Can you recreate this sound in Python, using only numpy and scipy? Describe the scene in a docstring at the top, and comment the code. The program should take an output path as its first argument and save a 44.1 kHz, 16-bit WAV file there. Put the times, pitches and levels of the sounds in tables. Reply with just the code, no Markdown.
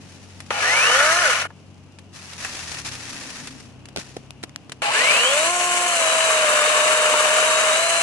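"""A yard; a far engine drones and fades. At 0.5 s a battery chainsaw spins up, nips off a thin branch
and brakes: gears whine, the chain rattles, hisses and rings the bar, cutters chip the wood.
From 2 s the loose branch is dragged through crackling leaves, the engine drops its revs and growls,
and twigs snap underfoot. At 4.8 s the saw starts again; from 5.9 s it sags under a thick branch."""
import sys
import numpy as np
from scipy import signal
from scipy.fft import rfft, irfft, next_fast_len
from scipy.io import wavfile
from scipy.ndimage import uniform_filter1d

SR = 44100
rng = np.random.default_rng(int(sys.argv[2]) if len(sys.argv) > 2 else 0)


def store_wav(level_fs):
    """Save 16-bit WAV to argv[1]."""
    pcm = np.round(np.clip(np.atleast_2d(level_fs), -1, 1) * 32767)
    wavfile.write(sys.argv[1], SR, pcm.T.astype(np.int16))


N = 353682
TIME = np.arange(N) / SR
CUTOFF_HZ = 11400
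TOP_RPS = 355  # motor top speed; rps = turns per second

# chain rattle spectrum: (frequency [Hz], level [dB])
CHAIN_SPECTRUM = [(120, -36.5), (260, -11.5), (380, -15.5), (500, 2), (680, 5), (820, -2.5), (1050, 4.5),
                  (2000, 3), (2300, 5.5), (2950, 6.5), (3300, -3.5), (4200, -1.5), (7000, -16)]
# resonances of the loose branch: (frequency [Hz], level [dB])
BRANCH_SPECTRUM = [(150, -21), (830, -2), (1550, 0.5), (1850, 7), (2100, -3), (2680, 4), (3000, -13),
                   (11000, -12)]


def from_db(db):
    return 10 ** (np.asarray(db) / 20)


def unit_rms(x):
    return x / np.sqrt(np.mean(x ** 2) + 1e-20)


def in_time(rows):
    """Table columns interpolated over time."""
    times_s, *columns = np.transpose(rows)
    return [np.interp(TIME, times_s, c) for c in columns]


def at_hz(rows, hz):
    """Table columns interpolated over log frequency."""
    knots_hz, *columns = np.transpose(rows)
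    return [np.interp(np.log(hz + 1), np.log(knots_hz), c) for c in columns]


def held(start_s, end_s, attack_s, release_s):
    """Linear attack, hold, release."""
    return np.clip((TIME - start_s) / attack_s, 0, 1) * np.clip(1 - (TIME - end_s) / release_s, 0, 1)


def struck(start_s, db, t60_s, rise_s=0.00092):
    """Impact envelope: fast rise, exponential decay."""
    age_s = TIME - start_s
    return np.clip(age_s / rise_s, 0, 1) * from_db(db - 60 * np.clip(age_s / t60_s, 0, 3))


def drift(corner_hz):
    """Smooth random curve, unit RMS."""
    pole = np.exp(-40 * np.pi * corner_hz / SR)  # runs at SR / 20
    slow = signal.lfilter([1], [1, -2 * pole, pole * pole], rng.standard_normal(N // 20 + 4002))[4000:]
    return np.interp(np.arange(N) / 20, np.arange(len(slow)), unit_rms(slow))


def white():
    """Two independent noises."""
    return rng.standard_normal((2, N))


def grains(per_s, spread_db):
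    """Tiny impacts of random time and size."""
    sizes = from_db(spread_db * np.minimum(rng.exponential(1, N), 5))
    return unit_rms(white() * sizes * (rng.random(N) < per_s / SR))


def tone(cycles, lead_rad=0):
    """Stereo sine, left ahead by lead_rad."""
    return np.sqrt(2) * np.sin(2 * np.pi * cycles + np.array([[1], [-1]]) * lead_rad / 2)


def panned(balance_db):
    """Channel gains; positive is left."""
    return from_db(np.array([[.5], [-.5]]) * balance_db)


def port_lead_rad(hz, lead_s):
    """Phase lead of the left microphone port; long waves meet both nearly in step."""
    return 2 * np.pi * hz * lead_s * hz ** 2 / (hz ** 2 + 1000 ** 2)


def causal_response(spectrum, hz, size=8192):
    """Unit-power minimum-phase response: nothing rings before its cause."""
    grid_hz = np.arange(size // 2 + 1) * SR / size
    gain = from_db(at_hz(spectrum, grid_hz)[0]) / (1 + (grid_hz / CUTOFF_HZ) ** 20)
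    cepstrum = irfft(np.log(unit_rms(gain)))
    cepstrum[1:size // 2] *= 2
    cepstrum[size // 2 + 1:] = 0
    return np.interp(hz, grid_hz, np.exp(rfft(cepstrum)))


def radiate(pair, spectrum, lead_s=0):
    """Two independent excitations ring through a body and reach both ports."""
    # microphone ports: (frequency [Hz], coherence [ratio], left minus right [dB])
    ports = [(60, 0.28, 1.5), (574, 0.81, 1.5), (1400, 0.59, 0), (2520, 0.048, 6.5), (3530, 0.042, 2),
             (10900, 0.05, 1.5)]
    size = 2 * next_fast_len(N // 2 + SR // 10)
    hz = np.arange(size // 2 + 1) * SR / size
    mid, side = rfft(pair, size) * causal_response(spectrum, hz)
    coherence, balance_db = at_hz(ports, hz)
    stereo = np.sqrt(1 + coherence) * mid + np.array([[1], [-1]]) * np.sqrt(1 - coherence) * side
    left = from_db(balance_db / 2) * np.exp(.5j * port_lead_rad(hz, lead_s))
    return irfft(stereo * [left, 1 / left])[:, :N]


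def ground_bounce(x, delay_s=.0045, gain=.3):
    """Ground echo; its delay wanders as the saw moves."""
    lag = delay_s * (1 + .06 * drift(1)) * SR
    echo = np.array([np.interp(np.arange(N) - lag, np.arange(N), side) for side in x])
    return (x + gain * echo) / np.hypot(1, gain)


def yard(growl_hz=262):
    """Outdoor rumble; a far engine drops its revs, runs unevenly and growls as it picks up."""
    # outdoor noise: (frequency [Hz], level [dB])
    air_spectrum = [(25, -11), (150, 3), (270, 5), (370, -4), (750, -8), (2000, -19.5), (2850, -11.5),
                    (3600, -24.5), (11000, -37.5)]
    # engine run: (time [s], fundamental [Hz], level [dB])
    engine_run = [(0, 93.67, -50), (2.05, 94, -50.5), (2.55, 86, -51), (2.8, 77.1, -48),
                  (2.92, 62.3, -42.5), (3.07, 57.4, -52), (3.3, 72.2, -53), (3.65, 63, -50),
                  (4.3, 66.8, -49), (5.5, 65, -64.5)]
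    # engine partials: (multiple of fundamental, level [dB])
    orders = [(1, 0), (1.5, -4), (2, 0), (4, -3)]
    # exhaust response: (frequency [Hz], gain [dB])
    exhaust = [(60, -13), (88, 0), (130, 0), (185, -8), (260, -8), (380, -22)]
    hz, level_db = in_time(engine_run)
    cycles = np.cumsum(hz) / SR + .03 * drift(12)
    hum = sum(from_db(db + at_hz(exhaust, order * hz)[0] + 2 * drift(14)) * tone(order * cycles)
              for order, db in orders)
    growl_band = signal.lfilter(*signal.iirpeak(growl_hz, Q=4, fs=SR), radiate(white(), air_spectrum))
    growl = from_db(-47.5) * held(2.6, 3.6, .6, .2) * unit_rms(growl_band)
    air = from_db(-51.5 + drift(0.33)) * radiate(white(), air_spectrum)
    return air + growl + from_db(level_db) * panned(3.9) * hum


def leaves(rest_db=-64.5, drag_db=-6):
    """Dry leaves crackle as branch and feet sweep them; the dragged branch resounds."""
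    # sweeps: (start [s], end [s], level [dB], fade [s])
    sweeps = [(0, 0.506, -57, .1), (2.12, 3.42, -46, 0.33), (2.378, 2.796, -41.5, 0.03),
              (2.846, 2.866, -34, 0.045), (2.912, 2.942, -39, 0.033), (2.98, 3.3, -45, 0.22),
              (3.986, 3.996, -38, 0.031), (3.998, 4.024, -50, 0.24)]
    # leaf crackle: (frequency [Hz], level [dB])
    leaf_spectrum = [(250, 2.8), (500, 2.3), (2300, 7), (3400, 6.9), (6000, 9.3), (8500, 0.67),
                     (11000, 0.78)]
    swept = sum(from_db(db) * held(start_s, end_s, 0.11 * fade_s, fade_s)
                for start_s, end_s, db, fade_s in sweeps)
    flutter = from_db(1.6 * drift(50))
    crackle = unit_rms((grains(1500, spread_db=2.6) + 1.4 * white()) * flutter)
    rustle = radiate(crackle * (swept + from_db(rest_db)), leaf_spectrum)
    return rustle + radiate(from_db(drag_db) * swept * flutter * white(), BRANCH_SPECTRUM)


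def sticks(ring_db=-3):
    """Twig fibres burst, feet thud on sticks and turf, the loose branch knocks on the pile."""
    # twig snaps: (time [s], level [dB], T60 [s])
    twigs = [(0.403, -30, 0.028), (1.986, -41, 0.047), (2.332, -34, 0.042), (3.472, -32, 0.06),
             (3.855, -36, 0.025), (3.886, -37, .025), (4.306, -25, 0.009), (4.429, -34, .04),
             (4.494, -35, .008), (4.56, -12, 0.0043), (4.719, -26, 0.03)]
    # footfalls: (time [s], level [dB], thud pitch [Hz], relative crack level [dB])
    steps = [(3.961, -26, 650, 2), (3.971, -26.5, 400, 3), (3.982, -23, 210, -7), (4.166, -26.5, 490, -5),
             (4.436, -26, 328, 1), (4.695, -32.5, 304, -2.5)]
    # branch knocks: (time [s], level [dB])
    bumps = [(2.447, -20.5), (2.768, -31)]
    # snap and thud spectra: (frequency [Hz], level [dB])
    twig_spectrum = [(150, -3), (550, 9.5), (1900, 15.5), (4000, 14.5), (11000, 5.5)]
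    thud_spectrum = [(45, -22), (200, 3.5), (650, -1.5), (4000, -45)]
    cracks = sum(struck(s, db, t60_s) for s, db, t60_s in twigs)
    thuds = rings = 0
    for s, db, hz, crack_db in steps:
        step = struck(s, db, t60_s=0.025) * panned(-5.5)
        thuds = thuds + step
        cracks = cracks + from_db(crack_db) * step
        rings = rings + from_db(ring_db) * step * tone(hz * (TIME - s))
    knocks = sum(struck(s, db, t60_s=0.039) for s, db in bumps)
    underfoot = radiate(cracks * white(), twig_spectrum) + radiate(thuds * white(), thud_spectrum)
    return underfoot + rings + radiate(knocks * white(), BRANCH_SPECTRUM)


def motor_rps(pressed_s, released_s, spin_up_rps2, feed):
    """The motor crawls in a soft start, ramps up, sags with the feed and brakes on release."""
    crawl_rps, crawl_s, catch_up_s = 68, .08, .045
    ramp_from_rps, sag_rps, brake_rps2 = 83, 56, 1360
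    age_s = np.minimum(TIME, released_s) - pressed_s
    ramp_rps = np.minimum(ramp_from_rps + spin_up_rps2 * age_s, TOP_RPS)
    driven_rps = crawl_rps + (ramp_rps - crawl_rps) * np.clip((age_s - crawl_s) / catch_up_s, 0, 1)
    return np.maximum(driven_rps - sag_rps * feed - brake_rps2 * np.maximum(TIME - released_s, 0), 1)


def bar_ring(pull, throb, lead_s):
    """Links strike the steel bar at random and ring its modes."""
    # bar modes: (frequency [Hz], width [Hz], first pull [dB], second pull [dB])
    modes = [(1102, 81, -51, -35.5), (1450, 85, -27, -37), (1723, 56, -24.5, -31.5), (2180, 65, -30, -37.5),
             (2930, 110, -29, -30)]
    strikes = radiate(grains(500, spread_db=1.5) * throb, CHAIN_SPECTRUM, lead_s)
    ring = 0
    for hz, width_hz, *level_db in modes:
        mode = signal.lfilter(*signal.iirpeak(hz, hz / width_hz, fs=SR), strikes)
        ring = ring + from_db(level_db[pull]) * unit_rms(mode)
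    return ring


def drive_tones(pull, released_s, rps, turns, load, hum_db, lead_s):
    """Two links meet the sprocket per turn and hum; shaft orders sound while the motor pulls."""
    # shaft orders: (multiple of motor speed, free [dB], thin branch [dB], thick branch [dB])
    orders = [(1, -38, -42.5, -50), (3, -31, -34, -40), (4, -42, -36, -39), (5, -42, -28.5, -39),
              (7, -41, -38, -40), (9, -46, -42, -33)]
    housing_hz, width_hz, low_cut_hz = 1450, 170, 310
    fade_s, db_per_decade = 0.14, 17
    tones = from_db(hum_db + 0.22 * drift(25)) * tone(2 * turns + 0.036 * drift(38))
    pulling = np.clip(1 - (TIME - released_s) / fade_s, 0, 1) * np.clip((rps - 90) / 50, 0, 1)
    speed_db = db_per_decade * np.log10(rps / TOP_RPS)
    for order, free_db, *cutting_db in orders:
        hz = order * rps
        resonance = 1 + 1 / (1 + ((hz - housing_hz) / width_hz) ** 2)
        housing = resonance / (1 + (low_cut_hz / hz) ** 8)
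        level_db = free_db + (cutting_db[pull] - free_db) * load + speed_db + 0.97 * drift(42)
        partial = tone(order * turns + 0.017 * drift(25), port_lead_rad(hz, lead_s))
        tones += pulling * housing * from_db(level_db) * partial
    return tones


def gear_whine(rps, turns, load, feed, base_db):
    """Gear teeth sing in the spin-up and in the cut, and go quiet as the motor runs down."""
    # housing response to the whine: (frequency [Hz], gain [dB])
    housing = [(870, -4), (1300, -21), (1680, -10), (2850, -8), (3300, -20), (3750, -22.5), (4100, -18.5),
               (4300, -24)]
    mesh_per_turn = 12.16
    accel_db, load_db, feed_db = 6, 6, 3
    accel = np.clip(uniform_filter1d(np.gradient(rps) * SR, SR // 10) / 400, -3, 1)
    strain_db = accel_db * accel + load_db * load + feed_db * np.minimum(3 * feed, 1)
    level_db = base_db + at_hz(housing, mesh_per_turn * rps)[0] + strain_db + 1.8 * drift(30)
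    backlash = .09 * drift(45)
    return from_db(level_db) * tone(mesh_per_turn * turns + backlash, lead_rad=1.6)


def chain_noise(throb, wood_spectrum, hiss_spectrum, lead_s):
    """Rattle, chipping and sliding hiss; the slack chain slaps and the bar bounces in the cut."""
    slap, bounce = drift(37), drift(83)
    links = grains(7000, spread_db=1.0) * throb * unit_rms(from_db(0.8 * slap))
    chips = grains(4000, spread_db=-1.4) * throb * unit_rms(from_db(2 * bounce))
    sliding = white() * throb * unit_rms(from_db(0.82 * (slap + bounce)))
    return (radiate(links, CHAIN_SPECTRUM, lead_s), radiate(chips, wood_spectrum, lead_s),
            radiate(sliding, hiss_spectrum, lead_s))


def chain_clacks(pressed_s, released_s, jerk_db, snag_knocks, lead_s):
    """The chain hits the bar at the starting jerk, at snags and, with a ring, as it stops."""
    # chain against bar: (frequency [Hz], level [dB])
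    clack_spectrum = [(150, -17), (620, 5), (1250, 6), (2000, -5), (2900, -7), (11000, -31)]
    jerk = struck(pressed_s, jerk_db, t60_s=0.04)
    stop = struck(released_s + .284, db=-43, t60_s=0.04)
    stop_ring = stop * sum(tone(hz * TIME) for hz in (921, 1690))
    return radiate((jerk + snag_knocks + stop) * white(), clack_spectrum, lead_s) + stop_ring


def saw(pull, wood_spectrum, hiss_spectrum, lead_s):
    """One trigger pull (0 or 1): motor speed and wood contact drive chain, bar and gears."""
    # trigger pulls: (pressed [s], released [s], spin-up [rps/s], jerk [dB], rattle trim [dB],
    # hiss trim [dB], whine trim at crawl [dB], hum trim [dB])
    pulls = [(.505, 1.22, 402, -15, -3.5, -1, -9, -1), (4.819, 8.1, 390, -22.5, 1.9, -0.5, -2.5, 0.5)]
    # chain touches wood: (start [s], end [s], chipping gain [dB])
    contacts = [(0.476, 1.448, -21), (0.8, 1.327, -43), (5.2, 5.327, -34), (5.867, 8.095, -33)]
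    # bar pressure on the thick branch: (time [s], feed [1 = full])
    feed_curve = [(5.87, 0), (6.04, .56), (6.25, .57), (6.62, 1.03), (6.71, .78), (6.82, .93), (6.92, .78),
                  (7.06, .88), (7.55, .7), (7.72, .74), (7.85, .33)]
    # snags that knock the bar and trip the motor: (time [s], level [dB])
    snags = [(.772, -25), (.897, -17), (1.451, -25.5), (6.443, -17), (6.699, -15.5), (7.138, -15),
             (7.254, -15.5)]
    # gains by motor speed: (speed [rps], rattle [dB], wood [dB], hiss [dB], link hum [dB])
    speed_gains = [(20.1, -54, -16, -39, -65), (71.4, -24, -13.5, -7, -56), (196, -19, -5, 1, -54),
                   (258, -22, -1, 1.5, -27), (312, -23.5, -1, 2, -24.5), (384, -27, -5.5, 1.5, -31.5)]
    # throb of cutters and sprocket: (multiple of motor speed, depth [dB])
    throb_orders = [(1 / 2, .5), (2 / 3, .7), (1, .4)]
    bite_s, clear_s, stumble_rps, feed_db = 0.045, 0.14, 6, 9.5
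    pressed_s, released_s, spin_up_rps2, jerk_db, *trims_db = pulls[pull]
    rattle_trim_db, hiss_trim_db, crawl_db, hum_trim_db = trims_db

    feed, = in_time(feed_curve)
    contact = sum(from_db(db) * held(start_s, end_s, bite_s, clear_s) for start_s, end_s, db in contacts)
    load = np.max([held(start_s, end_s, bite_s, clear_s) for start_s, end_s, _ in contacts], axis=0)
    stumble = sum(held(s, s + .025, .025, .05) for s, _ in snags)
    rps = np.maximum(motor_rps(pressed_s, released_s, spin_up_rps2, feed) - stumble_rps * stumble, 1)
    rps *= 1 + (0.002 * load + 0.003 * feed) * drift(12)
    turns = np.cumsum(rps) / SR
    running = (TIME >= pressed_s) * np.clip((rps - 2) / 20, 0, 1)
    crawling = np.clip((120 - rps) / 30, 0, 1)

    rattle_db, wood_db, hiss_db, hum_db = at_hz(speed_gains, rps)
    rattle_db += rattle_trim_db
    throb = unit_rms(from_db(sum(db * np.cos(2 * np.pi * order * turns) for order, db in throb_orders)))
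    rattle, chipping, hiss = chain_noise(throb, wood_spectrum, hiss_spectrum, lead_s)
    noise = (from_db(rattle_db - 3.5) * rattle
             + contact * from_db(wood_db + feed_db * feed) * chipping
             + from_db(hiss_db + hiss_trim_db - 29) * hiss)
    ring = from_db(wood_db) * bar_ring(pull, throb, lead_s)
    drive = drive_tones(pull, released_s, rps, turns, load, hum_db + hum_trim_db, lead_s)
    whine = gear_whine(rps, turns, load, feed, rattle_db + crawl_db * crawling)
    sustained = running * (ground_bounce(noise) + ring + drive + whine)
    snag_knocks = running * sum(struck(s, db, t60_s=0.041) for s, db in snags)
    return sustained + chain_clacks(pressed_s, released_s, jerk_db, snag_knocks, lead_s)


def scene():
    """Two cuts, the handling between them, the yard."""
    # chipping spectra of the branches: (frequency [Hz], level [dB])
    thin_branch = [(110, -73), (550, -11), (1030, -14), (1250, 0), (1450, 2.5), (1580, -7.5), (1780, -2),
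                   (2100, -6.5), (4000, -21.5)]
    thick_branch = [(120, -42), (550, -5), (800, -10.5), (1100, 1.5), (1700, -4), (2050, -12), (4000, -22)]
    # hiss of the sliding chain: (frequency [Hz], level [dB])
    hiss_far = [(300, -50), (4200, 0), (5100, 0.5), (6000, 6), (7300, -3), (10800, -6)]
    hiss_near = [(300, -63), (5200, -16), (6100, -5), (7200, -4.5), (8000, -2.5), (8700, -7), (10800, -10)]
    lead_s = 0.000222  # the saw is on the left
    thin_cut = saw(0, thin_branch, hiss_far, lead_s / 2)
    thick_cut = saw(1, thick_branch, hiss_near, lead_s)
    return thin_cut + thick_cut + leaves() + sticks() + yard()


def record(dry):
    """Soft peak limit, then a steep low-pass."""
    peak_limit = 0.52
    rounded = dry / (1 + (dry / peak_limit) ** 6) ** (1 / 6)
    return signal.sosfilt(signal.ellip(10, .2, 70, CUTOFF_HZ, fs=SR, output="sos"), rounded)


dry = scene()
out = record(dry)
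store_wav(out)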